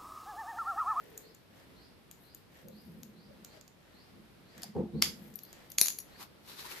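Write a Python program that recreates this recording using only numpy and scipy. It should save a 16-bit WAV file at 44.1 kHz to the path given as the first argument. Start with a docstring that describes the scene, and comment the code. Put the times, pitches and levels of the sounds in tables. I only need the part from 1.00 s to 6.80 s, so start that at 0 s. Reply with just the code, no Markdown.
"""Pen capped and dropped on tiles

A hard-floored room, close to a hand-held camera's stereo microphone. Fingers turn a plastic pen, slide
its cap on and snap it shut. The pen drops, bounces on the tiles and its metal charm chinks; then a
plastic-covered diary is picked up. Handling rumbles through the camera; a small bird chirps far outside."""
import sys
import numpy as np
from scipy import signal
from scipy.fft import rfft, irfft, next_fast_len
from scipy.io import wavfile
from scipy.ndimage import map_coordinates

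SR = 44100
rng = np.random.default_rng(int(sys.argv[2]) if len(sys.argv) > 2 else 0)


def digitize_waveform(pressure):
    """Quantize a signal to 16-bit integers and store it at the path in sys.argv[1].

    Rows of a 2-D input are taken as channels; values are limited to [-1, 1].
    """
    field = np.atleast_2d(pressure).T
    bounded = np.clip(field, -1, 1)
    quanta = np.round(bounded * 32767).astype(np.int16)
    wavfile.write(sys.argv[1], SR, quanta)


N = 255780

# the pen hits the tiles: (time [s], level [dB], brightness [dB], place [0 tail end - 1 capped end])
BOUNCES = [(4.784, -21.5, -2, 0.26), (4.8133, -19, 5, 0.96), (4.8584, -31, -2, 0), (4.8702, -35, -1, 0),
           (4.8832, -28, -1, 0), (4.9032, -37, 1, 0.11), (4.9877, -42.5, 9, 0.44)]
# the cap meets the barrel, then jumps its catch:
# (time [s], level [dB], brightness [dB], pan left [dB], place [0 rim - 1 catch], room echo [dB])
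CAP_CONTACTS = [(3.6205, -50.5, -2, 6, 0.79, -9), (3.6328, -37.5, -4, -1, 0, -10),
                (3.6405, -47.5, 4, -11, 0.37, -6), (4.0229, -17, -6, -4, 0.87, -4.5)]
# light contacts of pen, charm and fingernails:
# (time [s], level [dB], brightness [dB], pan left [dB], place [0 barrel - 1 tip])
TICKS = [(0.1771, -44, 4, -5.5, 0.041), (0.3481, -58, 0, 1, 0), (1.1127, -52, 3.5, -1, 0.21),
         (1.3478, -54, 8, -2, 0.16), (1.6843, -59, 5.5, 1, .3), (2.0326, -49.5, -0.5, 3, 0.34),
         (2.4474, -47.5, 0.5, -6, 0.23), (2.6116, -53, -3, -9, 0.29), (2.6788, -55.5, -1, -9, 0.21),
         (3.5793, -54.5, -0.5, -1, 0.15), (4.34, -56.5, 1, -10, 0.16), (4.3569, -57.5, 19, 1, 1),
         (4.3897, -49.5, 3.5, -6, 0.47), (4.4345, -61, 18, -4, 0.72), (4.451, -61, 8, -2, .8),
         (4.5289, -50.5, 0, -5, 0.29), (4.7019, -57, 12, -4, 0.91), (4.7186, -48, 7, -5.5, 0.34)]
# resonances of the free pen, its cap and the held pen:
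# (frequency [Hz], width [Hz], level struck at place 0 [dB], level struck at place 1 [dB])
FREE_PEN_MODES = [(300, 500, -13.5, -9.5), (1000, 700, -8.5, -10.5), (2350, 700, -3.5, -4),
                  (3500, 450, 1, -11), (4100, 420, 1, 7), (4630, 410, 6, 3.5), (5570, 383, -4.5, 6),
                  (6030, 220, 6.5, 9), (6820, 320, 13, -0.5), (8600, 480, -17, -2), (10400, 530, 3.5, 13.5),
                  (11500, 500, 7.5, 10), (12300, 600, 10, 5.5), (13500, 1200, 2, 1)]
CAP_MODES = [(1450, 1400, -15.5, -10.5), (2110, 310, -19.5, 0), (3320, 620, -6, 1), (4600, 280, 10, 6.5),
             (5130, 330, 9, 6), (6560, 800, -1, -1.5), (7520, 390, -1, -3), (9300, 180, 2, -3),
             (10230, 390, -6, 0.5), (11700, 900, -5, -1), (13330, 1100, -2, -5.5)]
HELD_PEN_MODES = [(1520, 2500, -16.5, -13.5), (4460, 2100, -5.5, -3), (6860, 700, 7.5, -10),
                  (10900, 2000, -7.5, -5), (12050, 450, 2.5, 16), (13800, 1000, 2.5, -3)]
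# the charm's chinks: (time [s], level [dB])
CHINKS = [(4.859, -43), (4.986, -46), (5.002, -48)]
# its partials: (frequency [Hz], level [dB], t60 [s])
CHARM_MODES = [(5750, -4, 0.094), (6700, -5, .06), (9500, -14, .06), (11100, 7.5, .04), (11800, 4.5, .05)]
# fingers stroke the pen: (middle [s], length [s], swish [dB], hiss [dB])
STROKES = [(0.044, 0.39, -63.5, -66), (0.585, 0.088, -63.5, -70), (1.24, 0.081, -77, -63.5),
           (1.578, 0.089, -61, -66), (1.88, 0.26, -71.5, -66), (2.555, 0.067, -60.5, -71),
           (2.877, 0.26, -68.5, -80), (3.612, 0.14, -57.5, -72), (4.255, 0.14, -62.5, -61),
           (4.585, 0.2, -61, -69), (5.127, 0.12, -61.5, -70)]
# pressed skin judders over the pen: (middle [s], length [s], level [dB], frequency [Hz])
SQUEEZES = [(0.122, 0.25, -56.5, 444), (0.573, .075, -64, 542), (1.68, .064, -55.5, 517),
            (2.314, 0.042, -57.5, 530), (2.566, 0.071, -62, 594), (3.645, 0.019, -52, 790)]
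# the diary slides under the fingers:
# (middle [s], length [s], level [dB], judder frequency [Hz], relative judder level [dB])
SLIDES = [(5.222, 0.033, -47.5, 1037, -4.5), (5.51, 0.05, -51, 3960, -5.5), (5.603, 0.029, -49, 3970, 0.5),
          (5.661, 0.025, -52, 1000, -0.5), (5.717, 0.017, -47.5, 2470, -3), (5.765, 0.16, -48.5, 1930, -4)]
# skin drags on the camera: (start [s], length [s], level [dB])
DRAGS = [(1.623, 0.16, -50.5), (1.856, 0.56, -49.5), (3.123, 0.079, -54.5), (3.54, 0.21, -51.5),
         (3.921, 0.073, -35), (4.013, 0.099, -42.5), (4.13, 0.21, -48.5)]
# resonances of the camera body: (frequency [Hz], width [Hz], level [dB])
CAMERA_MODES = [(77, 6.6, -3.5), (155, 61, -6.5), (219.8, 45, -1.5), (347.2, 7.4, 0), (452, 59, -8),
                (533.4, 43, -10.5), (720, 197, -20.5)]
# the distant bird: (time [s], level [dB])
CHIRPS = [(.191, -59), (.73, -58.5), (1.2, -61), (1.69, -59.5), (2.12, -61.5), (2.438, -60), (2.899, -60),
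          (3.43, -62), (3.917, -57), (4.379, -59), (5.08, -58)]
# spectra of skin on the pen, diary cover, room tone and hand on the camera: (frequency [Hz], level [dB])
SWISH_SPECTRUM = [(200, -5.5), (600, 1.5), (1100, -7.5), (2000, -10), (3200, -8.5), (8000, -17.5),
                  (14000, -50)]
HISS_SPECTRUM = [(3000, -39.5), (8000, -13), (12500, 3), (14400, -2)]
COVER_SPECTRUM = [(120, -28), (200, -18), (272, -8), (350, 0), (748, -10), (818, -2), (3230, -6),
                  (4010, -2.5), (8570, -13.5), (12100, -6), (14200, -10), (15000, -42)]
ROOM_SPECTRUM = [(15, -48), (25, -30), (43, -3.5), (109, -5), (150, -2), (186, -2.5), (286, -5.5),
                 (450, -8.5), (749, -14), (1910, -18.5), (3180, -21), (4380, -22.5), (6900, -32.5),
                 (13800, -29), (15000, -51)]
DRAG_SPECTRUM = [(50, -10), (120, -2.5), (210, 1.5), (340, -6), (600, -13.5), (1200, -20.5), (3000, -45)]
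BUMP_SPECTRUM = [(35, -21), (75, -6), (130, -1), (800, 0), (1300, -12), (3000, -17)]
# likeness of left and right at the microphone: (frequency [Hz], correlation [0-1])
STEREO_LIKENESS = [(100, 0.51), (500, 0.28), (1500, 0.073), (8000, 0.046)]
# close sounds reach the left microphone port brighter: (frequency [Hz], pan left [dB])
PORT_BALANCE = [(8500, 1), (9700, 12.5), (11500, 15.5), (14000, 11)]
# knock, middle and treble of a click: (low edge [Hz], high edge [Hz])
CLICK_BANDS = [(100, 2500), (2500, 8500), (8500, 15000)]

FLOOR_PAN_DB, RATTLE_DB, RATTLE_BRIGHT_DB = -3, -22, 10.5
CHATTER_T60_S = 0.014
RUB_HZ, RUB_DB = 1850, -5  # the band of the barrel that every stroke sounds
DRAG_RISE_S, DRAG_SAG_DB_PER_S, DRAG_RELEASE_T60_S = 0.022, 18, 0.37
BUMP_AT_S, BUMP_RISE_S, BUMP_HOLD_S, BUMP_T60_S = 3.747, 0.0056, 0.045, 0.34
CHIRP_S, CHIRP_FROM_HZ, CHIRP_TO_HZ, BIRD_ECHO_T60_S = 0.16, 3600, 5400, 0.49
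TOP_HZ = 14400


def pen_drop():
    """The pen bounces on the tiles; its loose parts rattle twice after each end first lands."""
    rattles = [(s + k * rng.uniform(.0088, .0099), db + RATTLE_DB, RATTLE_BRIGHT_DB, place)
               for s, db, _, place in BOUNCES[:2] for k in (1, 2)]
    contacts = [(s, db, bright_db, FLOOR_PAN_DB, place) for s, db, bright_db, place in BOUNCES + rattles]
    return clicks(contacts, FREE_PEN_MODES, knock_db=-14.5, thinning=-.1, echo_db=-6.5,
                  chatter=.07, lead_in_db=-11, room_t60=.26, detune=.006)


def cap_snap():
    """Close up, the cap clicks against the barrel, then rings as it jumps its catch."""
    contacts = np.array(CAP_CONTACTS)
    return clicks(contacts[:, :-1], CAP_MODES, knock_db=-12.5, thinning=.5, echo_db=contacts[:, -1],
                  chatter=.08, lead_in_db=-7, room_t60=.25, detune=0)


def pen_ticks():
    """Nails and charm tap the held pen; the changing grip shifts its resonances."""
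    return clicks(TICKS, HELD_PEN_MODES, knock_db=-12, thinning=.7, echo_db=-7,
                  chatter=.12, lead_in_db=-14, room_t60=.26, detune=.015)


def clicks(contacts, modes, knock_db, thinning, echo_db, chatter, lead_in_db, room_t60, detune):
    """Each click swells in briefly, strikes and chatters; its place weights the plastic's resonances."""
    track, t = np.zeros((2, N)), np.arange(-SR // 200, SR // 3) / SR
    filters = [signal.butter(3, edges, 'band', fs=SR, output='sos') for edges in CLICK_BANDS]
    attack = (t >= 0) & (t < .005)  # band levels hold for these 5 ms
    # a faint lead-in of noise softens the attack
    burst = chatter * amp(np.where(t < 0, lead_in_db + 60 * t / 0.02, -60 * t / CHATTER_T60_S))
    # the hard room scatters every contact into a tail that thickens, then dies
    tail = (1 - np.exp(-np.maximum(t, 0) / 0.004)) * amp(-60 * t / room_t60)
    tail /= np.linalg.norm(tail)
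    echoes_db = np.broadcast_to(echo_db, len(contacts))
    for (s, db, bright_db, pan_db, place), room_db in zip(contacts, echoes_db):
        force = (t == 0) + burst * (rng.standard_normal(len(t)) + rng.standard_normal((2, len(t))))
        echo = amp(room_db) * np.linalg.norm(force[0]) * tail * rng.standard_normal((2, len(t)))
        tuning = 1 + detune * np.clip(rng.standard_normal(), -2, 2)
        struck = [(hz * tuning, width, np.interp(place, [0, 1], levels)) for hz, width, *levels in modes]
        ring = resonate(force + echo, struck)
        bands = [signal.sosfilt(sos, ring) for sos in filters]
        bands_db = [knock_db - thinning * bright_db, 0, bright_db]
        click = sum(amp(db + band_db) * band / np.sqrt(np.mean(band[:, attack] ** 2))
                    for band, band_db in zip(bands, bands_db))
        add(track, s + t[0], click * sides(pan_db))
    return track


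def charm():
    """Down on the tiles, the metal charm's partials ring with new strengths at each chink."""
    track, t = np.zeros((2, N)), np.arange(SR // 5) / SR
    for s, db in CHINKS:
        for hz, mode_db, t60 in CHARM_MODES:
            strike_db = db + mode_db + rng.normal(0, 1.7, (2, 1))
            add(track, s, amp(strike_db - 60 * t / t60) * np.sin(2 * np.pi * hz * t))
    return track


def fingers():
    """Close to the microphone, skin swishes over the pen and, under pressure, judders in a narrow band."""
    slips = friction(rate=110, rough_db=3)
    rub = coloured(friction(rate=300, rough_db=1.4), SWISH_SPECTRUM)
    rub += amp(RUB_DB) * judder(slips, RUB_HZ, share=.36)
    swish = rub * sum(amp(db) * swell(s, length) for s, length, db, _ in STROKES)
    hiss = coloured(friction(rate=290, rough_db=2.9), HISS_SPECTRUM)
    hiss *= sum(amp(db) * swell(s, length) for s, length, _, db in STROKES)
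    squeeze = sum(amp(db) * swell(s, length) * judder(slips, hz, share=.2)
                  for s, length, db, hz in SQUEEZES)
    return swish + hiss + squeeze


def diary():
    """Close up, the sliding plastic cover rasps, judders and creases in sparse crackles."""
    grain = coloured(friction(rate=350, rough_db=1.5), COVER_SPECTRUM)
    creases = (rng.random(N) < 160 / SR) * rng.standard_normal((2, N))
    rustle = grain + amp(-14) * coloured(creases, COVER_SPECTRUM)
    slips = friction(rate=110, rough_db=2.2)
    return sum(amp(db) * glide(s, length) * (rustle + amp(judder_db) * judder(slips, hz, share=.46))
               for s, length, db, hz, judder_db in SLIDES)


def handling():
    """Dragging skin and one bump reach the microphone through the hollow camera body."""
    creep, shove = friction(rate=90, rough_db=1.3), friction(rate=200, rough_db=1.5)
    grip = np.max([amp(db) * pressure(s, length) for s, length, db in DRAGS], axis=0)
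    drag = grip * coloured(resonate(creep, CAMERA_MODES), DRAG_SPECTRUM)
    t = np.maximum(clock() - BUMP_AT_S, 0)
    push = (1 - np.exp(-t / BUMP_RISE_S)) * amp(-60 * np.maximum(t - BUMP_HOLD_S, 0) / BUMP_T60_S)
    bump = filtered(resonate(shove * push, CAMERA_MODES), lambda hz: amp(along(BUMP_SPECTRUM, hz)))
    shake = drag + amp(-5.5) * bump
    return shake + 0.58 * (shake.mean(axis=0) - shake)  # one body shakes both ports almost alike


def bird():
    """Far outside, a thin, raspy whistle sweeps upward, blurred by its long way in."""
    direct, t = np.zeros((2, N)), np.arange(SR // 5) / SR
    for s, db in CHIRPS:
        length = CHIRP_S * (1 + 0.089 * rng.standard_normal())
        progress = np.clip(t / length, 0, 1)
        rasp = .055 * wobble(1100)[:len(t)]
        hz = (CHIRP_FROM_HZ + (CHIRP_TO_HZ - CHIRP_FROM_HZ) * progress) * (1 + rasp)
        whistle = np.sin(np.pi * progress) * np.sin(2 * np.pi * np.cumsum(hz) / SR)
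        add(direct, s, amp(db) * whistle[None])
    tail = rng.standard_normal((2, len(t))) * amp(-60 * t / BIRD_ECHO_T60_S)
    echo = signal.fftconvolve(direct, tail / np.linalg.norm(tail[0]), axes=1)[:, :N]
    return 0.35 * direct + amp(-3) * echo


def room_tone():
    """The room's air: a faint, wavering rush, rolled off below 36 Hz."""
    level = amp(-59.5 + 1.1 * wobble(4.39))
    air = level * coloured(stereo_noise(), ROOM_SPECTRUM)
    return filtered(air, lambda hz: hz ** 4 / (hz ** 4 + 36 ** 4))


def stereo_noise():
    """White noise whose left and right are most alike in the bass."""
    def weights(hz):
        angle = np.arccos(along(STEREO_LIKENESS, hz)) / 2
        return np.array([np.cos(angle), np.sin(angle)])
    mid, side = filtered(rng.standard_normal((2, N)), weights)
    return np.array([mid + side, mid - side])


def friction(rate, rough_db):
    """Stereo noise broken into slips of uneven size, rate a second."""
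    return stereo_noise() * amp(rough_db * wobble(rate))


def judder(slips, hz, share):
    """Slips gathered into a band whose width is a share of its frequency, at rms 1."""
    return unit(filtered(slips, lambda f: resonance(f, hz, share * hz) ** 2))


def resonance(f, hz, width):
    """The response at f of one damped mode."""
    return 1j * f * width / (hz * hz - f * f + 1j * f * width)


def resonate(x, modes):
    """x through a body's modes, alternating in sign."""
    return filtered(x, lambda f: sum((-1) ** k * amp(db) * resonance(f, hz, width)
                                     for k, (hz, width, db) in enumerate(modes)))


def swell(middle, length):
    """A bell-shaped gain."""
    return np.exp(-2 * ((clock() - middle) / length) ** 2)


def glide(middle, length):
    """The gain of a slide: it gathers speed, peaks and slows down."""
    return 1 / np.cosh(np.clip(2 * (clock() - middle) / length, -50, 50))


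def pressure(start, length):
    """The gain of a drag: it grips, sags and lets go."""
    t = np.maximum(clock() - start, 0)
    release_db = 60 * np.maximum(t - length, 0) / DRAG_RELEASE_T60_S
    return np.minimum(t / DRAG_RISE_S, 1) * amp(-DRAG_SAG_DB_PER_S * t - release_db)


def wobble(rate):
    """A smooth random curve, rate knots a second."""
    return map_coordinates(rng.standard_normal(int(N * rate / SR) + 4), [clock() * rate])


def filtered(x, response):
    """x times a complex response of frequency."""
    n = x.shape[-1]
    padded = next_fast_len(n + SR // 8)
    return irfft(rfft(x, padded) * response(np.fft.rfftfreq(padded, 1 / SR)), padded)[..., :n]


def coloured(x, spectrum):
    """x shaped by a spectrum, at rms 1."""
    return unit(filtered(x, lambda hz: amp(along(spectrum, hz))))


def along(points, hz):
    """A table read on a log frequency axis."""
    freqs, values = np.transpose(points)
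    return np.interp(np.log(hz + 1), np.log(freqs + 1), values)


def sides(pan_db):
    """Left and right gains of unchanged mean power."""
    gains = amp(np.array([pan_db, -pan_db]) / 2).reshape(2, -1)
    return gains / np.sqrt(np.mean(gains ** 2, axis=0))


def add(track, s, sound):
    """Mix a sound in at time s."""
    i = round(s * SR)
    track[:, i:i + sound.shape[-1]] += sound[:, :N - i]


def amp(db):
    """Decibels to gain."""
    return 10 ** (np.asarray(db) / 20)


def unit(x):
    """x at rms 1."""
    return x / np.sqrt(np.mean(x ** 2) + 1e-20)


def clock():
    """The time of every sample."""
    return np.arange(N) / SR


def scene():
    """Pen and diary close up, brighter on the left, over handling noise, the far bird and room tone."""
    close = pen_ticks() + cap_snap() + pen_drop() + charm() + fingers() + diary()
    at_ports = filtered(close, lambda hz: sides(along(PORT_BALANCE, hz)))
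    return at_ports + handling() + bird() + room_tone()


def record(dry):
    """The camera keeps little above its band limit."""
    edges_hz = [TOP_HZ - 200, TOP_HZ + 200, 16300, 16500]
    return filtered(dry, lambda hz: amp(np.interp(hz, edges_hz, [0, -18, -30, -120])))


dry = scene()
out = record(dry)
digitize_waveform(out)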